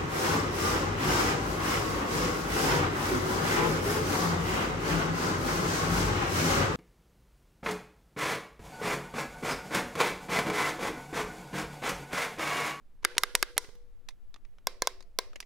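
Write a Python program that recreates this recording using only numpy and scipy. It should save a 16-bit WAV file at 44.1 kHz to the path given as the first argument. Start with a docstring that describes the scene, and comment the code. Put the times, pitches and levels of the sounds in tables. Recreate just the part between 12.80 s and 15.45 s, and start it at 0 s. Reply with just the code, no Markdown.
"""A quiet room, a plastic joystick held close to a stereo microphone, slightly to the right.
A thumb works the round fire button three times, then a small button twice. Each press and release
snaps a switch: a crack, short modes of the hollow case, and a faint ring of springs and room.
Fingers tick and knock on the case; under them the holding hand rumbles and the room hisses."""
import sys
import numpy as np
from scipy import signal
from scipy.fft import rfft, irfft
from scipy.io import wavfile

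SR = 44100
rng = np.random.default_rng(int(sys.argv[2]) if len(sys.argv) > 2 else 0)


def put_to_file(sound):
    """Save the sound as 16-bit audio at rate SR, in the file named by the first command-line argument."""
    columns = np.atleast_2d(sound).T  # one column per channel
    safe = np.clip(columns, -1, 1)
    whole_steps = np.round(safe * 32767)
    wavfile.write(sys.argv[1], SR, whole_steps.astype(np.int16))


N = 116865
T = np.arange(N) / SR

# Switch snaps: start_s, level_db, treble_db, bounce_delay_s, bounce_db (0 is twice the first strike)
ROUND_PRESSES = [(.2491, 2, -1.5, 0.00027, 17.5), (.4352, 0, -3.5, 0.0001, -13),
                 (.6272, -1.5, 2, .0003, -0.5)]
ROUND_RELEASES = [(.3812, 0, 0, .0006, -1), (.5523, 0, 0, 0.0005, -3), (.7793, 0, 0.0045, 0.00029, -5)]
SMALL_PRESSES = [(1.8703, 0.0046, 0.0022, .0004, -2.5), (2.0724, 0, 0, .0004, -28)]
SMALL_RELEASES = [(2.0210, -0.53, -0.87, .0004, 10), (2.3879, 0.49, -0.26, .0004, -14)]
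# Case modes rung by each kind of snap, before the grip damps them: pitch_hz, level_db, t60_s
ROUND_PRESS_MODES = [(381, -33.5, 0.049), (593, -31.5, 0.017), (860, -26, 0.013), (1225, -20.5, .017),
                     (1613, -20, 0.022), (1982, -18.5, .016), (2188, -18, 0.0146), (3043, -30.5, .022),
                     (3740, -29, 0.034), (4600, -26, 0.025), (5273, -22, 0.012), (6640, -29, 0.018),
                     (8577, -33, .014), (11704, -22.5, .007)]
ROUND_RELEASE_MODES = [(439.8, -33.5, 0.0398), (893, -45, 0.05), (992, -36, 0.15), (1410, -11.5, 0.0031),
                       (2020, -38, 0.065), (2787, -49, 0.05), (3690, -31.5, 0.023), (4440, -23, 0.021),
                       (5690, -23.5, 0.033), (6273, -23, 0.014), (7220, -22, 0.013), (8053, -38, 0.065),
                       (9680, -12, 0.004), (12047, -24.5, 0.0084)]
SMALL_PRESS_MODES = [(428, -31.5, 0.025), (696, -22, 0.0094), (1052, -24.5, 0.035), (1538, -28.5, 0.018),
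                     (1575, -31, 0.035), (2123, -31, 0.024), (3465, -29, 0.026), (3880, -31, 0.023),
                     (4830, -28, 0.022), (5490, -16, 0.005), (6710, -26.5, 0.018), (8380, -24.5, 0.0081),
                     (11400, -33, 0.0036)]
SMALL_RELEASE_MODES = [(475, -25, 0.02), (763, -23.5, 0.014), (1007, -24.5, 0.034), (1280, -20.5, 0.0024),
                       (1600, -32, 0.067), (2127, -34, 0.053), (3510, -31.5, .026), (4150, -23, 0.021),
                       (4550, -18.5, 0.011), (5560, -23, 0.019), (6020, -24.5, 0.013), (9160, -33, 0.021),
                       (12130, -32, 0.014)]
# Spectrum of each kind of crack: frequency_hz, gain_db
ROUND_PRESS_CRACK = [(200, -16.5), (1000, -1), (2500, 5), (4500, 6), (7500, -1), (11500, 2.5), (13500, -8),
                     (16000, -21.5)]
ROUND_RELEASE_CRACK = [(200, -6), (1000, 1.5), (2500, 8), (4500, 6.5), (7500, 2), (11500, 2), (13500, -7.5),
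                       (16000, -12)]
SMALL_PRESS_CRACK = [(200, -5), (1000, -13), (2500, 6), (4500, -4), (7500, -14), (11500, 2), (13500, -0.5),
                     (16000, -14)]
SMALL_RELEASE_CRACK = [(200, -4.5), (1000, 4.5), (2500, -1.5), (4500, 3.5), (7500, 0.5), (11500, -11.5),
                       (13500, -14), (16000, 0.5)]
# Spectrum of the after-ring of springs and room: frequency_hz, gain_db
ROUND_PRESS_RING = [(120, -53), (200, -22.5), (289, -22.5), (353, 0), (432, -13.5), (491, -0.5), (635, -15),
                    (836, -13.5), (1270, -10), (1560, -3), (1840, -9.5), (4950, -16.5), (7140, -28),
                    (11300, -28), (16000, -55)]
ROUND_RELEASE_RING = [(120, -48), (200, -20.5), (482, 2.5), (671, -11.5), (1140, -7), (1270, -9),
                      (1450, -7.5), (1770, -13), (2090, -6.5), (2650, -17), (3490, -9.5), (5630, -9.5),
                      (7270, -14), (11100, -19.5), (16000, -33)]
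SMALL_RING = [(120, -37), (200, -22), (509, 1), (696, -10), (836, -11.5), (1080, -6), (1420, -13),
              (2090, -9.5), (3020, -15), (5230, -10.5), (6050, -18), (12400, -29.5), (16000, -39)]
# Clear spring tones: pitch_hz, level_db, t60_s
ROUND_SPRING = [(488, -57, 1.3), (379.4, -61, .6), (1418, -59, .45), (1630, -60, 0.43), (2056, -59.5, 0.47)]
SMALL_SPRING = [(486, -59, .6), (380, -60, 0.76), (578, -65, 0.93), (690, -67, 1), (1060, -55.5, 0.28),
                (2090, -52, 0.16), (3870, -57, 0.26), (5600, -69, 0.56)]
# Finger ticks and button rattles: mid_rise_s, level_db, treble_db, half_rise_s, ping_hz
TICKS = [(0.226, -29, -12, 0.006, 1020), (0.2436, -15, -16, 0.00083, 1670),
         (0.351, -27, -22, 0.00089, 1510), (0.367, -17.5, -31, 0.0026, 950),
         (0.433, -15, -19, 0.0015, 1600), (.547, -24, 1, 0.0047, 754), (.5513, -7, -6, 0.00034, 1910),
         (0.624, -40, 19, .002, 1030), (0.766, -18, -17, 0.0025, 700), (0.844, -26, -24, 0.0012, 1886),
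         (0.888, -32.5, -12, 0.0019, 957), (.952, -39.5, 0.5, 0.00092, 10980),
         (1.2871, -17, -3.5, 0.00034, 3550), (1.306, -36.5, -7, .001, 2107),
         (1.5422, -25, -11.5, 0.00029, 3380), (1.56, -29.5, -21, 0.0012, 1200),
         (1.650, -36.5, -24, 0.00043, 1907), (1.784, -36.5, -20, 0.00039, 1280),
         (2.2052, -26.5, -19, 0.000958, 3800), (2.225, -33.5, -3, 0.00041, 4300),
         (2.531, -31, -12, 0.0013, 1276), (2.5575, -20, -4, 0.0017, 1950), (2.603, -21, 10, 0.00043, 4810),
         (2.626, -24, -51, 0.0011, 2010)]
# Spectrum of a tick: frequency_hz, gain_db
TICK_COLOUR = [(200, -11.5), (420, -1), (1180, 0.5), (1500, -4.5), (2100, 0.5), (3700, -4), (6300, -3.5),
               (8200, -13), (11500, -15), (16000, -35)]
# Soft knocks of the thumb and the button travel: start_s, level_db, pitch_hz
KNOCKS = [(.347, -41.5, 453), (0.366, -35, 430), (0.381, -37, 89), (0.548, -27, 486), (0.765, -38, 336),
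          (.777, -37, 111), (0.846, -43.5, 416), (0.885, -41.5, 95), (.890, -41.5, 430), (.952, -53.5, 200)]
# Spectrum of the room hiss: frequency_hz, gain_db
HISS_COLOUR = [(20, 22), (45, 22.5), (90, 7), (200, 4), (430, -1.5), (700, -5), (1200, -9), (2300, -13.5),
               (6000, -22), (14500, -24), (16500, -33.5)]

STRIKE_DB, GRIP_DAMPING_DB_PER_S = -24, 602.5
PARTNER_DETUNE, SPRING_DETUNE = 0.074, 0.006  # random spread, as a fraction of the pitch
PARTNER_DB, PING_DB = -3.5, -5.5  # relative to the mode and to the tick
HISS_DB, HAND_DB = -75.5, -47  # the hiss level counts only what lies above 300 Hz
BALANCE_DB, LEFT_LAG_S = 2, 8e-6  # the joystick is louder and earlier on the right


def switch_snaps(events, modes, spectrum, case_db, crack_db, size=4096):
    """Close to the microphone, a switch strikes, bounces once and chatters, ringing the case."""
    out = np.zeros((2, N))
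    chatter = amp(10) * fade(0.00073) + fade(0.007) + amp(-17.5) * fade(0.025)  # impact, body, tail
    for start_s, level_db, treble_db, bounce_s, bounce_db in events:
        contact = unit(noise(side_db=-8, size=size) * chatter[:size])
        contact[:, 0] += amp(STRIKE_DB)
        contact[:, int(bounce_s * SR)] += 2 * amp(STRIKE_DB + bounce_db)
        crack = amp(crack_db) * colour(unit(contact), spectrum)
        case = amp(case_db) * case_ring(modes, size)
        add(out, start_s, amp(level_db) * treble(case + crack, treble_db))
    return out


def case_ring(modes, size):
    """Each case mode beats with a close partner that shifts with the grip; the hand damps them all."""
    t = T[:size]
    out = ring(modes, size)
    onset = 1 - np.exp(-t / 0.0016)
    for hz, db, t60 in modes:
        shift, phase = rng.standard_normal(2)
        partner = np.sin(2 * np.pi * hz * (1 + PARTNER_DETUNE * shift) * t + np.pi * phase)
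        out += amp(db + PARTNER_DB - 60 * t / t60) * partner * onset
    return out * amp(-GRIP_DAMPING_DB_PER_S * t)


def after_ring(events, spectrum, tones, wash_db, low_t60, high_t60, hold_s):
    """Springs and room ring on: a wash that holds, then dies, and tones that shift with the tension."""
    out = np.zeros((2, N))
    crossover = signal.butter(2, 6500, fs=SR)
    for start_s, level_db, *_ in events:
        detuned = [(hz * (1 + SPRING_DETUNE * rng.standard_normal()), db, t60) for hz, db, t60 in tones]
        wash = noise(side_db=-4)
        low = signal.lfilter(*crossover, wash)
        dying = low * fade(low_t60, hold_s) + (wash - low) * fade(high_t60, hold_s)
        shimmer = amp(wash_db) * unit(colour(dying, spectrum))
        add(out, start_s, amp(level_db) * (shimmer + ring(detuned)))
    return out


def finger_ticks(size=16384):
    """Skin and loose buttons scuff the case in brief bursts; each spot has its own ping."""
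    out = np.zeros((2, N))
    t = T[:size]
    for mid_rise_s, level_db, treble_db, half_rise_s, ping_hz in TICKS:
        peak_s = 2 * half_rise_s
        rise = np.exp(np.minimum(t - peak_s, 0) / half_rise_s) * t / peak_s
        fall = fade(0.02, hold_s=peak_s) + amp(-21.5) * fade(0.12)
        burst = unit(noise(side_db=-9, size=size) * np.where(t < peak_s, rise, fall[:size]))
        ping = unit(signal.lfilter(*signal.iirpeak(ping_hz, Q=8.1, fs=SR), burst))
        scuff = treble(unit(colour(burst, TICK_COLOUR)), treble_db)
        add(out, mid_rise_s - half_rise_s, amp(level_db) * (scuff + amp(PING_DB) * ping))
    return out


def thumb_knocks(t60=0.022):
    """Soft pushes ring only the low end of the case."""
    out = np.zeros((2, N))
    onset = 1 - fade(0.004)
    for start_s, level_db, pitch_hz in KNOCKS:
        add(out, start_s, ring([(pitch_hz, level_db, t60)]) * onset)
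    return out


def hand_rumble():
    """The holding hand rumbles slowly, below the range of pitch."""
    band = signal.butter(3, (4, 15), "band", fs=SR, output="sos")
    rumble = signal.sosfilt(band, rng.standard_normal((2, N)) + 0.2 * rng.standard_normal(N))
    return amp(HAND_DB) * rumble / rumble.std()


def room_hiss():
    """Steady, bass-heavy room tone, much the same on both sides of the microphone."""
    hiss = colour(rng.standard_normal((2, N)) + 2.1 * rng.standard_normal(N), HISS_COLOUR)
    above_bass = signal.sosfilt(signal.butter(4, 300, "high", fs=SR, output="sos"), hiss)
    return amp(HISS_DB) * hiss / above_bass.std()


def amp(db):
    """Decibels to gain."""
    return 10 ** (np.asarray(db) / 20)


def fade(t60, hold_s=0):
    """Hold at 1, then fall 60 dB every t60 seconds."""
    return np.exp(-np.clip(np.log(1000) * (T - hold_s) / t60, 0, 100))


def unit(x):
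    """Scale to a mean energy of 1 a channel."""
    return x / np.sqrt(np.mean(np.sum(x ** 2, axis=-1)))


def colour(x, points, size=2048):
    """Minimum-phase filter through (Hz, dB) points, rolling off below the first."""
    hz, db = np.array(points, float).T
    bin_hz = np.maximum(np.arange(size // 2 + 1) * SR / size, 10)
    gain = amp(np.interp(np.log(bin_hz), np.log(hz), db)) * np.minimum(bin_hz / hz[0], 1)
    cepstrum = irfft(np.log(gain))
    cepstrum[1:size // 2] *= 2
    cepstrum[size // 2 + 1:] = 0
    impulse = irfft(np.exp(rfft(cepstrum)))
    return signal.oaconvolve(x, impulse[None], axes=-1)[:, :x.shape[1]]


def treble(x, db, corner_hz=2570):
    """Lift or lower the treble."""
    return x + (amp(db) - 1) * signal.lfilter(*signal.butter(1, corner_hz, "high", fs=SR), x)


def noise(side_db, size=N):
    """Stereo noise, wider in the treble."""
    mid, side = rng.standard_normal((2, size))
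    side = amp(side_db) * treble(side / 10, 23.9)
    return np.array([mid + side, mid - side])


def ring(modes, size=N):
    """Decaying modes of alternating sign."""
    t = T[:size]
    return sum((-1) ** k * amp(db - 60 * t / t60) * np.sin(2 * np.pi * hz * t)
               for k, (hz, db, t60) in enumerate(modes))


def add(out, start_s, x):
    """Mix x in from start_s."""
    first = int(start_s * SR)
    length = min(x.shape[-1], N - first)
    out[:, first:first + length] += x[..., :length]


def scene():
    """Both buttons and the handling, close up and a little to the right, over the room tone."""
    stick = switch_snaps(ROUND_PRESSES, ROUND_PRESS_MODES, ROUND_PRESS_CRACK, case_db=2.5, crack_db=1.5)
    stick += switch_snaps(ROUND_RELEASES, ROUND_RELEASE_MODES, ROUND_RELEASE_CRACK,
                          case_db=0, crack_db=1)
    stick += switch_snaps(SMALL_PRESSES, SMALL_PRESS_MODES, SMALL_PRESS_CRACK, case_db=3, crack_db=-3)
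    stick += switch_snaps(SMALL_RELEASES, SMALL_RELEASE_MODES, SMALL_RELEASE_CRACK,
                          case_db=1.5, crack_db=-1)
    stick += after_ring(ROUND_PRESSES, ROUND_PRESS_RING, ROUND_SPRING,
                        wash_db=-16.5, low_t60=0.14, high_t60=0.4, hold_s=0.075)
    stick += after_ring(ROUND_RELEASES, ROUND_RELEASE_RING, ROUND_SPRING,
                        wash_db=-17, low_t60=0.52, high_t60=0.42, hold_s=0.053)
    stick += after_ring(SMALL_PRESSES + SMALL_RELEASES, SMALL_RING, SMALL_SPRING,
                        wash_db=-17.5, low_t60=0.38, high_t60=0.33, hold_s=0.01)
    stick += finger_ticks() + thumb_knocks()
    lag = np.exp(-2j * np.pi * np.fft.rfftfreq(2 * N, 1 / SR) * LEFT_LAG_S)
    left = irfft(rfft(stick[0], 2 * N) * lag)[:N] * amp(-BALANCE_DB / 2)
    right = stick[1] * amp(BALANCE_DB / 2)
    return np.array([left, right]) + room_hiss() + hand_rumble()


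def record(dry):
    """The recorder cuts the top steeply above 16.7 kHz."""
    return signal.sosfilt(signal.ellip(8, 0.2, 70, 16700, fs=SR, output="sos"), dry)


dry = scene()
out = record(dry)
put_to_file(out)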